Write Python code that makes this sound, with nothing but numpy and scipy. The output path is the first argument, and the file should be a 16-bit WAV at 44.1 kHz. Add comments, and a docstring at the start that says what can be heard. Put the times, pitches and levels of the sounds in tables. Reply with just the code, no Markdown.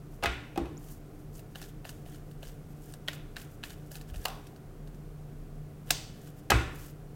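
"""Large cards at a wooden table, close to one microphone, in a room where an appliance hums throughout.
First the deck is knocked square, ringing the table top and the room. From about 1.5 s it is shuffled
overhand: packets click as their edges meet and hiss as they slide, until one slaps flat at 4.25 s.
A few edges tick, and at 5.9 s one card is dealt with a snap. At 6.5 s the deck is knocked down again,
and the fingers rub it into line."""
import sys
import numpy as np
from scipy import signal
from scipy.fft import rfft, irfft, next_fast_len
from scipy.io import wavfile

SR = 44100
rng = np.random.default_rng(int(sys.argv[2]) if len(sys.argv) > 2 else 0)


def inscribe(sig):
    """Save sig as 16-bit PCM at rate SR to the path in sys.argv[1].

    A 1-D sig is mono; a 2-D sig holds one channel per row.
    Samples are clipped to [-1, 1] before scaling.
    """
    pcm = np.round(np.clip(np.atleast_2d(sig).T, -1, 1) * 32767)
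    wavfile.write(sys.argv[1], SR, pcm.astype(np.int16))


N = 315312
TIME = np.arange(N) / SR
AGE = TIME[:SR // 4]  # seconds since a contact
FFT_SIZE = next_fast_len(N, real=True)
FFT_HZ = np.arange(FFT_SIZE // 2 + 1) * SR / FFT_SIZE


def from_db(db):
    return 10 ** (np.asarray(db) / 20)


def unit_rms(x):
    return x / np.sqrt(np.mean(x ** 2) + 1e-20)


def at_hz(points, hz):
    point_hz, value = np.transpose(points)
    return np.interp(np.log(np.maximum(hz, 1)), np.log(point_hz), value)


def band(x, low_hz, high_hz, order=2):
    return signal.sosfilt(signal.butter(order, [low_hz, high_hz], "band", fs=SR, output="sos"), x)


def dulled(x, top_hz):
    """Gentle roll-off of the treble."""
    pole = np.exp(-2 * np.pi * top_hz / SR)
    return signal.lfilter([1 - pole], [1, -pole], x)


def coloured(x, spectrum):
    """Gives a steady noise its spectrum; rms 1."""
    return unit_rms(irfft(rfft(x, FFT_SIZE) * from_db(at_hz(spectrum, FFT_HZ)), FFT_SIZE)[:N])


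def drift(rate_hz):
    """Smooth random motion; rms 1."""
    spectrum = rfft(rng.standard_normal(FFT_SIZE)) / (1 + (FFT_HZ / rate_hz) ** 2)
    return unit_rms(irfft(spectrum, FFT_SIZE)[:N])


def fade(t, t60):
    return np.exp(-np.log(1000) * t / t60)


# room tone, air and rumble: (frequency [Hz], relative level [dB])
AIR_SPECTRUM = [(120, -36), (200, -9.5), (236, -3.5), (258, -13.5), (293, 2), (327, -10), (399, -4.5),
                (607, -14.5), (742, -12), (827, -21), (1450, -23), (1680, -27), (2600, -31.5),
                (4030, -38.5), (15500, -42.5)]
RUMBLE_SPECTRUM = [(10, -21), (18, -1), (24, -8.5), (30, 9), (38, 7), (48, -17), (65, -8.5), (90, -2),
                   (105, -6), (135, -3), (175, -4.5), (205, -12), (260, -43.5)]
# the appliance in the background: (frequency [Hz], level [dB], unsteadiness [ratio])
HUM_LINES = [(119.9, -59.5, 0.24), (148.6, -50.5, 0.63), (234, -65, 1), (306.6, -65, 0.95)]

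def background(air_db=-54, rumble_db=-47.5):
    """Behind the table, the appliance's wavering hum lies over a low rumble and the rush of air."""
    out = from_db(air_db) * coloured(rng.standard_normal(N), AIR_SPECTRUM)
    out += from_db(rumble_db) * coloured(rng.standard_normal(N), RUMBLE_SPECTRUM)
    for hz, db, unsteady in HUM_LINES:
        swing = (1 + unsteady * (drift(5.3) + 1j * drift(2.5))) / np.sqrt(1 + 2 * unsteady ** 2)
        out += from_db(db) * np.sqrt(2) * np.real(swing * np.exp(2j * np.pi * hz * TIME))
    return out


# the room's reverberation: (frequency [Hz], t60 [s])
ROOM_DECAY = [(100, 0.7), (500, 0.58), (2000, 0.61), (4500, 0.53), (8000, 0.49), (15000, 0.5)]

def room_echo(sources, build_s=0.00053, ripple_db=2.3):
    """In each band the room stores the sources' energy and returns it to the microphone as dying noise."""
    ripple = from_db(ripple_db * drift(41)[:N // 2 + 1])  # some pitches stand out from their neighbours
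    diffuse = irfft(rfft(rng.standard_normal((2, N))) * ripple, N)
    floor = 1e-12 * diffuse[0]
    echo = np.zeros(N)
    edges_hz = np.geomspace(60, 18000, 16)
    for k, (low, high) in enumerate(zip(edges_hz, edges_hz[1:])):
        hz = np.sqrt(low * high)
        power = sum((from_db(at_hz(send, hz)) * band(x + floor, low, high)) ** 2 for x, send in sources)
        decay_s = at_hz(ROOM_DECAY, hz) / np.log(10 ** 6)
        for seconds in (build_s, decay_s):
            pole = np.exp(-1 / (seconds * SR))
            power = signal.lfilter([1 - pole], [1, -pole], power)
        echo += np.sqrt(power) * unit_rms(band(diffuse[k % 2], low, high))
    return echo


# the room's low standing waves: (frequency [Hz], relative level [dB], t60 [s])
STANDING_WAVES = [(66, -6, 0.42), (115.4, -10.5, 0.28)]

def room_boom(knock, wall_delay_s=0.031):
    """The bass of a knock comes back off the far wall and sets the standing waves going."""
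    waves = sum(from_db(db) * fade(AGE, t60) * np.sin(2 * np.pi * hz * AGE) * 2 * np.pi * hz / SR
                for hz, db, t60 in STANDING_WAVES)
    bass = signal.fftconvolve(knock, waves)[:N] + from_db(10) * band(knock, 42, 102)
    return np.interp(TIME - wall_delay_s, TIME, bass, left=0)


# a hand nudging the table: (time [s], level [dB])
NUDGES = [(4.132, -32.5), (4.173, -31), (4.196, -34)]

def table_bumps(width_s=0.0043):
    """Soft pushes rock the table top for a single swing."""
    out = np.zeros(N)
    for s, db in NUDGES:
        offset = (TIME - s) / width_s
        out += from_db(db) * (1 - offset ** 2) * np.exp(-offset ** 2 / 2)
    return out


# glossy faces squeaking: (time [s], pitch [Hz], level [dB])
FACE_SQUEAKS = [(0.771, 5720, -47), (.778, 7040, -41), (2.924, 9000, -45), (2.939, 8400, -38.5)]

def squeaks(width_s=0.00054, waver=0.018):
    """A few milliseconds of fast stick-slip make a tiny chirp."""
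    wavering_time = np.cumsum(1 + waver * drift(400)) / SR
    return sum(from_db(db) * np.exp(-((TIME - s) / width_s) ** 2 / 2)
               * np.sin(2 * np.pi * hz * wavering_time) for s, hz, db in FACE_SQUEAKS)


def friction(spectrum, grains_per_s, grain_db, judder_db):
    """Paper fibres catch and let go in grainy noise; an unsteady hand shifts its colour and level."""
    grains = (rng.random(N) < grains_per_s / SR) * rng.standard_normal(N)
    texture = rng.standard_normal(N) + from_db(grain_db) * unit_rms(grains)
    edges_hz = np.geomspace(600, 19000, 7)
    patchy = sum(band(texture, low, high) * from_db(judder_db * drift(52)) * (-1) ** k
                 for k, (low, high) in enumerate(zip(edges_hz, edges_hz[1:])))
    return coloured(patchy, spectrum) * from_db(judder_db * drift(85))


# sliding faces and edges, heard close up: (frequency [Hz], relative level [dB])
FACE_HISS = [(2500, -42), (4500, -2.5), (7000, 1.5), (10000, -1.5), (14000, 4), (16000, -1)]
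EDGE_RASP = [(600, -7), (1100, -12), (1700, 4.5), (2200, -9.5), (3000, 1), (4200, -7.5), (7000, -17)]
# fingers pushing the cards into line: (fastest moment [s], rise [s], hiss [dB], rasp [dB])
FINGER_PUSHES = [(.15, .06, -65, -83), (.91, 0.16, -55.5, -67), (1.385, 0.063, -56.5, -66),
                 (1.69, 0.043, -60, -66), (2.9, 0.15, -63.5, -67), (4.1, 0.031, -57, -57.5),
                 (4.235, 0.055, -66, -64), (5.9, 0.047, -56, -56), (6.26, 0.16, -63.5, -64.5),
                 (6.39, 0.053, -62.5, -68), (6.85, 0.17, -53, -62.5)]

def finger_rubs(stop_share=0.52, creep_db=-75, fidget_db=4):
    """Each push speeds up, then stops in a share of that time; the cards creep faintly in the shuffle."""
    shuffling = (TIME > 1) & (TIME < 4.55)
    hiss = from_db(creep_db + fidget_db * drift(8.6)) * shuffling
    rasp = np.zeros(N)
    for fastest_s, rise_s, hiss_db, rasp_db in FINGER_PUSHES:
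        speed = np.interp((TIME - fastest_s) / rise_s, [-1, 0, stop_share], [0, 1, 0]) ** 0.98
        hiss += from_db(hiss_db) * speed
        rasp += from_db(rasp_db) * speed
    return (hiss * friction(FACE_HISS, grains_per_s=440, grain_db=-6.5, judder_db=2)
            + rasp * friction(EDGE_RASP, grains_per_s=400, grain_db=1.5, judder_db=0.9))


# overhand strokes: (landing [s], body [dB], ring [dB], drag length [s], letting go [dB], hiss [dB])
OVERHAND_STROKES = [(1.5562, -47.5, -42, 0.07, -52.5, -55.5), (1.8514, -45.5, -44, 0.041, -46, -56.5),
                    (2.0615, -51, -58, 0.083, -64, -59.5), (2.4295, -46, -48, 0.042, -57, -56),
                    (3.0833, -40.5, -28, 0.049, -49.5, -57), (3.3665, -52, -38, 0.05, -54, -55),
                    (3.637, -55, -36, 0.068, -52, -55.5), (3.9153, -50, -55, 0.039, -54, -53.5),
                    (4.1425, -52, -54, 0.1, -57, -57.5)]
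DRAG_OVERRUN_S = 0.015  # the slide outlasts the letting go

def packet_drags(attack_s=0.0092, sag_db=-1, release_t60=0.23, rasp_db=-5.5):
    """Each packet slides as it lands, eases mid-drag and is pulled free; faces hiss, edges rasp."""
    speed = np.zeros(N)
    for s, _, _, drag_s, _, hiss_db in OVERHAND_STROKES:
        age = TIME - s
        attack = np.interp(age, [-attack_s, 0], [0, 1])
        sag = from_db(sag_db * np.sin(np.pi * np.clip(age / drag_s, 0, 1)) ** 2)
        release = fade(np.clip(age - drag_s - DRAG_OVERRUN_S, 0, 1), release_t60)
        speed += from_db(hiss_db) * attack * sag * release
    hiss = dulled(friction(FACE_HISS, grains_per_s=560, grain_db=-2, judder_db=2), top_hz=12200)
    rasp = friction(EDGE_RASP, grains_per_s=450, grain_db=0, judder_db=3)
    return speed * (hiss + from_db(rasp_db) * rasp)


def strikes(contacts, modes, *, pulse_db, crack_t60, top_hz, chatter_db, chatter_t60, chatter_top_hz,
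            modes_db, detune, ring_top_hz=4400):
    """Each contact is a sharp pulse, a crack, the chatter of loose card edges and ringing modes."""
    # thump, body, ring and crack; a contact with three levels has no thump
    registers_hz = [(45, 450), (450, 900), (1150, ring_top_hz), (ring_top_hz, 17000)]
    onset = round(0.006 * SR)  # a register's level holds for its first 6 ms
    hz, mode_db, t60 = np.transpose(modes)[:, :, None]
    decays = fade(AGE, t60)
    out = np.zeros(N)
    for s, *levels_db in contacts:
        gain = rng.choice([-1, 1], hz.shape) * from_db(mode_db + rng.normal(0, 2.6, hz.shape))
        pitch = hz * (1 + detune * rng.standard_normal(hz.shape))
        ringing = np.sum(gain * decays * np.sin(2 * np.pi * pitch * AGE), axis=0)
        noise = rng.standard_normal(len(AGE))
        chatter = from_db(chatter_db) * dulled(noise, chatter_top_hz) * fade(AGE, chatter_t60)
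        burst = noise * fade(AGE, crack_t60) + chatter
        burst[0] -= from_db(pulse_db)
        gentleness = np.interp(max(levels_db), [-58, -42], [0.9, 0])
        burst *= 1 - gentleness * fade(AGE, 0.0027)  # a light touch eases in as a scuff
        sound = dulled(burst, top_hz) + from_db(modes_db) * ringing
        start = round(s * SR)
        for (low, high), db in zip(registers_hz[-len(levels_db):], levels_db):
            register = band(sound, low, high, order=3)[:N - start]
            out[start:start + len(register)] += from_db(db) * register / np.std(register[:onset])
    return out


# single edges slipping off a finger: (time [s], level [dB])
EDGE_SLIPS = [(1.3931, -57.5), (1.6395, -55), (2.3129, -62), (2.9381, -52), (4.0122, -53.5), (4.469, -56.5),
              (4.5616, -62), (4.8741, -61.5), (4.9456, -64), (6.273, -59.5), (6.3835, -74)]

def edge_ticks(catches_per_drag=2):
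    """Edges slip, catch at random in a drag or let go at its end: (time [s], body, ring, crack [dB])."""
    ticks = list(EDGE_SLIPS)
    for s, _, _, drag_s, letting_go_db, hiss_db in OVERHAND_STROKES:
        ticks.append((s + drag_s, letting_go_db))
        sliding_s = drag_s + DRAG_OVERRUN_S
        for moment, softness in zip(rng.random(catches_per_drag), rng.standard_normal(catches_per_drag)):
            ticks.append((s + moment * sliding_s, hiss_db - 1 - 4 * softness))
    return [(s, db - 7.5, db, db + 1) for s, db in ticks]


def landings(brush_lead_s=0.0056, brush_db=-12.5):
    """One corner brushes the deck, then the packet drops on it: (time [s], body, ring, crack [dB])."""
    return [(s - lead_s, body_db + db, ring_db + db, ring_db + db - 11.5)
            for s, body_db, ring_db, *_ in OVERHAND_STROKES
            for lead_s, db in ((brush_lead_s, brush_db), (0, 0))]


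# a packet held in the hand: (frequency [Hz], relative level [dB], t60 [s])
HELD_PACKET_MODES = [(662, 5.5, 0.029), (1540, 4, 0.019), (1724, 0.5, 0.036), (2604, 0, 0.023),
                     (2856, 7.5, 0.012), (3730, 3, 0.0086), (4300, 1.5, 0.0077)]

def card_clicks():
    """Packets land and edges tick; each packet is of another thickness and rings at another pitch."""
    return strikes(landings() + edge_ticks(), HELD_PACKET_MODES, pulse_db=4, crack_t60=0.00068,
                   top_hz=7500, chatter_db=-6, chatter_t60=0.055, chatter_top_hz=9000,
                   modes_db=-9.5, detune=0.047)


# a packet falling flat on the deck and settling: (time [s], body [dB], ring [dB], crack [dB])
SLAP_CONTACTS = [(4.2531, -33.5, -41, -37), (4.2559, -33.5, -27.5, -33), (4.2827, -45.5, -43, -43.5),
                 (4.3022, -52, -50, -55)]
# that packet and the air under it: (frequency [Hz], relative level [dB], t60 [s])
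AIR_POCKET_MODES = [(720, -2, 0.056), (1600, 1.5, 0.012), (2830, 7, 0.022), (4340, 5.5, 0.011)]

def packet_slap():
    """Air trapped under the packet gives the slap its hollow pop."""
    return strikes(SLAP_CONTACTS, AIR_POCKET_MODES, pulse_db=9, crack_t60=0.011, top_hz=14000,
                   chatter_db=-21, chatter_t60=0.081, chatter_top_hz=14000, modes_db=-12, detune=0.013)


# a corner flicking off the finger onto the table: (time [s], thump [dB], body [dB], ring [dB], crack [dB])
SNAP_CONTACTS = [(5.9052, -53, -35, -26.5, -42), (5.9076, -34.5, -41, -24, -20.5)]
# one stiff card: (frequency [Hz], relative level [dB], t60 [s])
STIFF_CARD_MODES = [(708, 2, 0.04), (1600, 8, 0.014), (2740, 8.5, 0.012), (3700, 0, 0.016),
                    (5400, -8, 0.013), (7230, 0, 0.015)]

def card_snap():
    """The dealt card is bent and springs flat: a very short, bright crack."""
    return strikes(SNAP_CONTACTS, STIFF_CARD_MODES, pulse_db=13, crack_t60=0.0016, top_hz=8000,
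                   chatter_db=-12, chatter_t60=0.066, chatter_top_hz=12000, modes_db=-12.5, detune=0.013)


# the deck striking the table, packet after packet:
# (time [s], thump [dB], body [dB], ring [dB], crack [dB], top of the ring [Hz])
DECK_CONTACTS = [(0.2256, -45, -34.5, -41.5, -50, 3000), (.232, -39, -47, -35, -48, 4200),
                 (.237, -55, -32.5, -28, -36.5, 4120), (0.2444, -33.5, -30, -33, -56, 4180),
                 (0.2576, -35, -56, -24.5, -39, 4300), (.559, -60, -39, -47, -55, 3200),
                 (0.5756, -26, -29.5, -40, -42.5, 3200), (.656, -51, -46, -51, -60, 3200),
                 (6.501, -31, -49, -27.5, -41, 3400), (6.5037, -28, -23, -22.5, -22, 3160),
                 (6.5178, -25, -22.5, -20, -36, 2600)]
# the wooden table top: (frequency [Hz], relative level [dB], t60 [s])
TABLE_TOP_MODES = [(187, -9, 0.03), (334, -15.5, 0.46), (382, -16, 0.17), (566, 7.5, 0.034), (685, 2, 0.17),
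                   (796, 8, 0.054), (849, -6, 0.037), (1110, -7, 0.15), (1260, -1.5, 0.077),
                   (1630, 4, 0.045), (2044, -4, 0.091), (2540, 1, 0.075), (3020, 0.5, 0.022)]

def deck_knocks():
    """The edge of the deck lands on the wood, which rings and softens the top of the crack."""
    return sum(strikes([contact], TABLE_TOP_MODES, pulse_db=8.5, crack_t60=0.013, top_hz=2400,
                       chatter_db=0, chatter_t60=0.061, chatter_top_hz=3830,
                       modes_db=-15, detune=0.0084, ring_top_hz=ring_top_hz)
               for *contact, ring_top_hz in DECK_CONTACTS)


# the share of each sound that comes back from the room: (frequency [Hz], level [dB])
SHUFFLE_SEND = [(700, -9), (2000, -9), (5000, -15), (8000, -33), (14000, -33)]
SLAP_SEND = [(400, -9), (950, -0.5), (1500, -8), (3000, -11), (7000, -12), (14000, -12)]
SNAP_SEND = [(400, -7), (1500, -13), (3500, -8), (6300, -4.5), (9000, -19.5), (14000, -15)]
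KNOCK_SEND = [(100, -1), (300, -2), (800, -9.5), (1500, -4), (2600, -3), (5000, -7), (7000, -6),
              (12000, -12.5)]

def scene():
    """The hands are near the microphone; the broad table top throws more of its sound into the room."""
    shuffle = packet_drags() + finger_rubs() + squeaks() + card_clicks()
    knocks = deck_knocks()
    sources = [(shuffle, SHUFFLE_SEND), (packet_slap(), SLAP_SEND),
               (card_snap(), SNAP_SEND), (knocks, KNOCK_SEND)]
    direct = sum(x for x, _ in sources) + table_bumps()
    return (direct + room_boom(knocks) + room_echo(sources) + background())[None]


def record(dry):
    """The microphone's one channel is cut steeply above 16 kHz."""
    return signal.sosfilt(signal.ellip(10, 0.2, 70, 16000, fs=SR, output="sos"), dry)


dry = scene()
out = record(dry)
inscribe(out)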